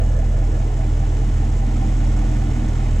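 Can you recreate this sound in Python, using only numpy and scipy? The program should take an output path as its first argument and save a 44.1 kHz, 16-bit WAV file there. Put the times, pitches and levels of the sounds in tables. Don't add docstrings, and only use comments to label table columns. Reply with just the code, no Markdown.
import sys
import numpy as np
from scipy import signal
from scipy.fft import rfft, irfft
from scipy.io import wavfile
from scipy.ndimage import uniform_filter1d, minimum_filter1d

SR = 44100
rng = np.random.default_rng(int(sys.argv[2]) if len(sys.argv) > 2 else 0)


def log_audio(samples):
    frames = np.atleast_2d(samples).T
    limited = np.clip(frames, -1, 1)
    pcm = np.round(limited * 32767).astype(np.int16)
    wavfile.write(sys.argv[1], SR, pcm)


N = 132300
T = np.arange(N) / SR
HZ = np.fft.rfftfreq(N, 1 / SR)
CYLINDERS = 8

# (frequency [Hz], likeness [0-1])
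CLATTER_SAME = [(300, 0.47), (600, 1), (900, 0.55), (1300, 1), (3300, 0.52), (4200, 0.75), (5700, 0.28),
                (7000, 0.92), (15000, 1)]
# (time [s], left minus right [dB])
CLATTER_PAN = [(0, 2), (1.2, 0.1), (2.3, -2.1), (3, -1.5)]


def amp(db):
    return 10 ** (np.asarray(db) / 20)


def unit(x):
    return x / np.sqrt(np.mean(x ** 2) + 1e-20)


def curve(points):
    return np.interp(T, *np.transpose(points))


def spectrum(points):
    f, value = np.transpose(points)
    return np.interp(np.log(HZ + 1), np.log(f + 1), value)


def wander(rate_hz):
    lowpass = np.exp(-(HZ / rate_hz) ** 2) * (HZ > 0)
    return unit(irfft(rfft(rng.standard_normal(N)) * lowpass, N))


def pan(left_db):
    return amp(np.array([[1], [-1]]) * left_db / 2)


def colour(pair, gain, same):
    a, b = rfft(pair)
    same = np.clip(same, -1, 1)
    right = same * a + np.sqrt(1 - same ** 2) * b
    return unit(irfft(np.array([a, right]) * gain, N))


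def churn(firings, repeat):
    size = SR // 5
    place = (firings / CYLINDERS % 1 * size).astype(int) % size
    repeat = np.clip(repeat, 0, 1)
    alike = rng.standard_normal((2, size))[:, place]
    fresh = rng.standard_normal((2, N))
    return np.sqrt(repeat) * alike + np.sqrt(1 - repeat) * fresh


def resonances(modes):
    return np.sqrt(sum((amp(db) / (1 + ((HZ - hz) / width) ** 2)) ** 2 for hz, width, db in modes))


def ripple(width_hz):
    knots = np.arange(0, SR, max(width_hz, 5))
    return np.interp(HZ, knots, rng.standard_normal(SR // 4)[:len(knots)])


def cycle_note(firings, hz, place_s, half_s, level):
    out = np.zeros(N)
    cycles = int(firings[-1] / CYLINDERS)
    for k, (detune, stray_db) in enumerate(rng.standard_normal((cycles, 2))):
        age = T - np.interp(k * CYLINDERS, firings, T) - place_s
        swell = np.exp(-.5 * (age / half_s) ** 2)
        out += amp(stray_db) * swell * np.sin(2 * np.pi * (hz + 4 * detune) * age)
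    return out * amp(curve(level))


def crank_rpm():
    # (time [s], speed [rpm])
    speed = [(0, 596), (.8, 598.8), (1.1, 601.6), (1.7, 601.5), (2, 600.3), (2.3, 604), (3, 604.6)]
    return curve(speed)


def beat(firings):
    # (multiple of the firing rate, level [dB])
    orders = [(1, -1.5), (2, -8), (4, -42), (5, -28.5), (6, -40)]
    # (time [s], level [dB])
    pulse_level = [(0, -14), (.15, -15.5), (.45, -16.5), (1.05, -16.5), (1.4, -16.5), (1.9, -15.5),
                   (2.25, -16.5), (2.8, -17.5), (3, -15)]
    # (frequency [Hz], density [dB per Hz])
    rumble_tone = [(8, 11), (24, 1.5), (45, 4.5), (65, 10), (95, 10), (135, 8.5), (170, -1), (300, -50.5)]
    lean_turns, rumble_db = .13, -29.5
    turns = firings + 0.0043 * wander(rate_hz=2.3)
    pulses = np.zeros(N)
    for k, db in orders:
        k = round(k)
        phase = 2 * np.pi * (k * turns + (k - 1) * lean_turns)
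        pulses += amp(db + 0.71 * wander(rate_hz=2.7)) * np.cos(phase)
    rumble = colour(churn(firings, repeat=0.36), amp(spectrum(rumble_tone)), same=0.92)
    return (np.sqrt(2) * amp(curve(pulse_level)) * pulses + amp(rumble_db) * rumble) * pan(left_db=-1.1)


def hum():
    hum_hz, hum_db = 119.97, -26.5
    level = np.sqrt(2) * amp(hum_db + 0.2 * wander(rate_hz=3.2))
    return -level * np.cos(2 * np.pi * hum_hz * T) * pan(left_db=-0.7)


def block(firings):
    # (centre [Hz], width [Hz], level [dB])
    modes = [(207.4, 22.4, -0.5), (244.6, 27, -6), (296.8, 22.3, -4)]
    # (time [s], level [dB])
    drone_level = [(0, -36.5), (.7, -37.5), (1.1, -36.5), (1.35, -35.5), (1.65, -32.5), (1.9, -29.5),
                   (2.1, -32), (2.3, -29), (2.47, -32), (2.62, -26.5), (2.75, -35.5), (3, -32.5)]
    shake = churn(firings, repeat=0.46) * (1 + 0.23 * np.cos(2 * np.pi * (firings - .4)))
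    return amp(curve(drone_level)) * colour(shake, resonances(modes), same=0.98) * pan(left_db=-2.5)


def intake(firings):
    # (frequency [Hz], density [dB per Hz])
    rush_tone = [(150, 0.5), (300, -10.5), (370, -1), (430, 1.5), (530, -2), (620, 0), (760, 2),
                 (900, -5.5), (1200, -34), (3000, -55)]
    # (time [s], level [dB])
    rush_level = [(0, -39), (.15, -40.5), (.45, -40.5), (.7, -39), (1.1, -40.5), (1.6, -39.5), (2.3, -38),
                  (3, -39.5)]
    # (centre [Hz], width [Hz], level [dB])
    duct_modes = [(503, 53, -1), (614, 46, -1), (1360, 110, -17.5), (1708, 49, -12)]
    # (time [s], level [dB])
    duct_level = [(0, -40.5), (.15, -41.5), (.4, -40), (.55, -45.5), (.8, -52), (1.3, -53.5), (3, -61)]
    # (centre [Hz], width [Hz], level [dB])
    pipe_modes = [(301.5, 18, 1), (360, 28, -5), (431, 17, -6)]
    # (time [s], level [dB])
    pipe_level = [(0, -46), (.6, -40), (1.1, -38.5), (1.7, -44), (3, -45)]
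    gulps = churn(firings, repeat=0.17) * (1 + 0.22 * np.cos(2 * np.pi * firings))
    rush = amp(curve(rush_level)) * colour(gulps, amp(spectrum(rush_tone)), same=0.79)
    surges = churn(firings, repeat=0.24) * (1 + .5 * np.cos(2 * np.pi * (firings / CYLINDERS - .8)))
    duct = amp(curve(duct_level)) * colour(surges, resonances(duct_modes), same=0.88)
    flow = churn(firings, repeat=0.2)
    pipe = amp(curve(pipe_level)) * colour(flow, resonances(pipe_modes), same=0.97)
    return (rush + duct) * pan(left_db=-8.5) + pipe * pan(left_db=-4.0)


def whirr(firings):
    # (frequency [Hz], density [dB per Hz])
    tone = [(200, -12), (600, 0), (900, 3), (1200, 1), (1550, -2.5), (1850, -.5), (2300, -3), (2700, -6.5),
            (3200, -7), (3800, -12), (4700, -14), (6300, -12), (7600, -13), (9000, -24), (11500, -32),
            (16000, -43)]
    # (time [s], level before 4 dB of gain [dB])
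    level = [(0, -49), (.4, -48.5), (1.2, -46.5), (2.2, -45), (3, -44.5)]
    ripple_db = 1.5
    grain_db = 1.03 * wander(rate_hz=120)
    swell_db = 0.18 * np.cos(2 * np.pi * (firings - .75))
    drive = churn(firings, repeat=0.28) * amp(grain_db + swell_db)
    gain = amp(spectrum(tone) + ripple_db * ripple(width_hz=45))
    sound = colour(drive, gain, spectrum(CLATTER_SAME))
    return amp(curve(level) + 4) * sound * pan(curve(CLATTER_PAN))


def injectors(firings):
    # (delay after the firing beat [s], relative level [dB])
    valves = [(.0135, -4), (.0135, .5), (.013, -1.5), (.0135, -.7), (.0145, 0), (.0128, -.5), (.015, 1),
              (.0125, 0)]
    # (frequency [Hz], density [dB per Hz])
    tick_tone = [(1000, -10), (2000, -12), (3000, -31), (4200, -19), (5200, 6), (6400, 9.5), (7700, 7.5),
                 (8800, -5.5), (10000, -6), (11200, -17), (13200, -19), (16000, -29)]
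    # (time [s], level [dB])
    tick_level = [(0, -54), (1.2, -54), (2.2, -52), (3, -54.5)]
    jitter_s, stray_db, tint_db = .0005, 1.0, 2.5
    decay_s, bay_decay_s, close_s = .004, .024, .0095
    # (delay [s], level [dB], amplitude decay [s])
    parts = ((0, 0, decay_s), (close_s, -1, decay_s), (0, -3.5, bay_decay_s))
    power = np.zeros((CYLINDERS, N))
    for k, (late, stray) in enumerate(rng.standard_normal((int(firings[-1]) + 1, 2))):
        valve = k % CYLINDERS
        age = T - np.interp(k, firings, T) - valves[valve][0] - jitter_s * late
        for after, level_db, decay in parts:
            start = np.searchsorted(age, after)
            part = slice(start, start + SR // 10)
            burst = np.exp(-2 * (age[part] - after) / decay)
            power[valve, part] += amp(level_db + stray_db * stray) ** 2 * burst
    tone, same = spectrum(tick_tone), spectrum(CLATTER_SAME)
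    ticks = np.zeros((2, N))
    for own, (_, db) in zip(power, valves):
        noise = np.sqrt(own) * rng.standard_normal((2, N))
        ticks += amp(db) * colour(noise, amp(tone + tint_db * ripple(width_hz=468)), same)
    return amp(curve(tick_level)) * unit(ticks) * pan(0.48 * curve(CLATTER_PAN) + .3)


def hoot(firings):
    # (time [s], level [dB])
    hoot_level = [(0, -33), (.2, -38), (.4, -38), (.6, -38), (.8, -39), (1.1, -80), (3, -61)]
    return cycle_note(firings, hz=660, place_s=-.001, half_s=.014, level=hoot_level) * pan(left_db=-15)


def chirp(firings):
    # (time [s], level [dB])
    chirp_level = [(0, -54), (.2, -41), (.45, -34), (1, -34.5), (2, -31), (2.4, -35), (2.6, -44),
                   (2.85, -33.5), (3, -31)]
    return cycle_note(firings, hz=785, place_s=.032, half_s=.010, level=chirp_level) * pan(left_db=-6)


def whines(rpm):
    # (frequency at mean speed [Hz], level [dB])
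    tones = [(1025, -59.5), (1792, -65), (2934, -64), (6428, -87)]
    waver_db = 2.5
    out = np.zeros(N)
    for hz, db in tones:
        level = np.sqrt(2) * amp(db + waver_db * wander(rate_hz=12))
        pitch_hz = hz * rpm / rpm.mean() * (1 + 0.00336 * wander(rate_hz=16.2))
        out += level * np.sin(2 * np.pi * np.cumsum(pitch_hz) / SR)
    return out


def scene():
    rpm = crank_rpm()
    firings = np.cumsum(rpm / 60 * CYLINDERS / 2) / SR
    engine = beat(firings) + hum() + block(firings) + intake(firings)
    clatter = whirr(firings) + injectors(firings)
    return engine + clatter + hoot(firings) + chirp(firings) + whines(rpm)


def record(dry):
    # (frequency [Hz], lead [rad])
    port_lead = [(20, 0.044), (520, 0), (680, 1.62), (1050, 1.54), (1500, 1.02), (2100, 1.17), (2600, 0.86),
                 (3200, 0), (4000, 0), (6500, 0.078)]
    limit_db, hold_s, cutoff_hz = -8, 0.012, 15750
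    lead = np.interp(np.fft.rfftfreq(2 * N, 1 / SR), HZ, spectrum(port_lead))
    turn = np.exp(1j * np.array([[.5], [-.5]]) * lead)
    ports = irfft(rfft(dry, 2 * N) * turn)[:, :N]
    hold = max(int(hold_s * SR), 1)
    room = np.minimum(amp(limit_db) / (abs(ports).max(0) + 1e-9), 1)
    limited = ports * uniform_filter1d(minimum_filter1d(room, hold), hold)
    lowpass = signal.firwin(511, cutoff_hz, window=("kaiser", 9), fs=SR)
    return signal.oaconvolve(limited, lowpass[None], "same")


dry = scene()
out = record(dry)
log_audio(out)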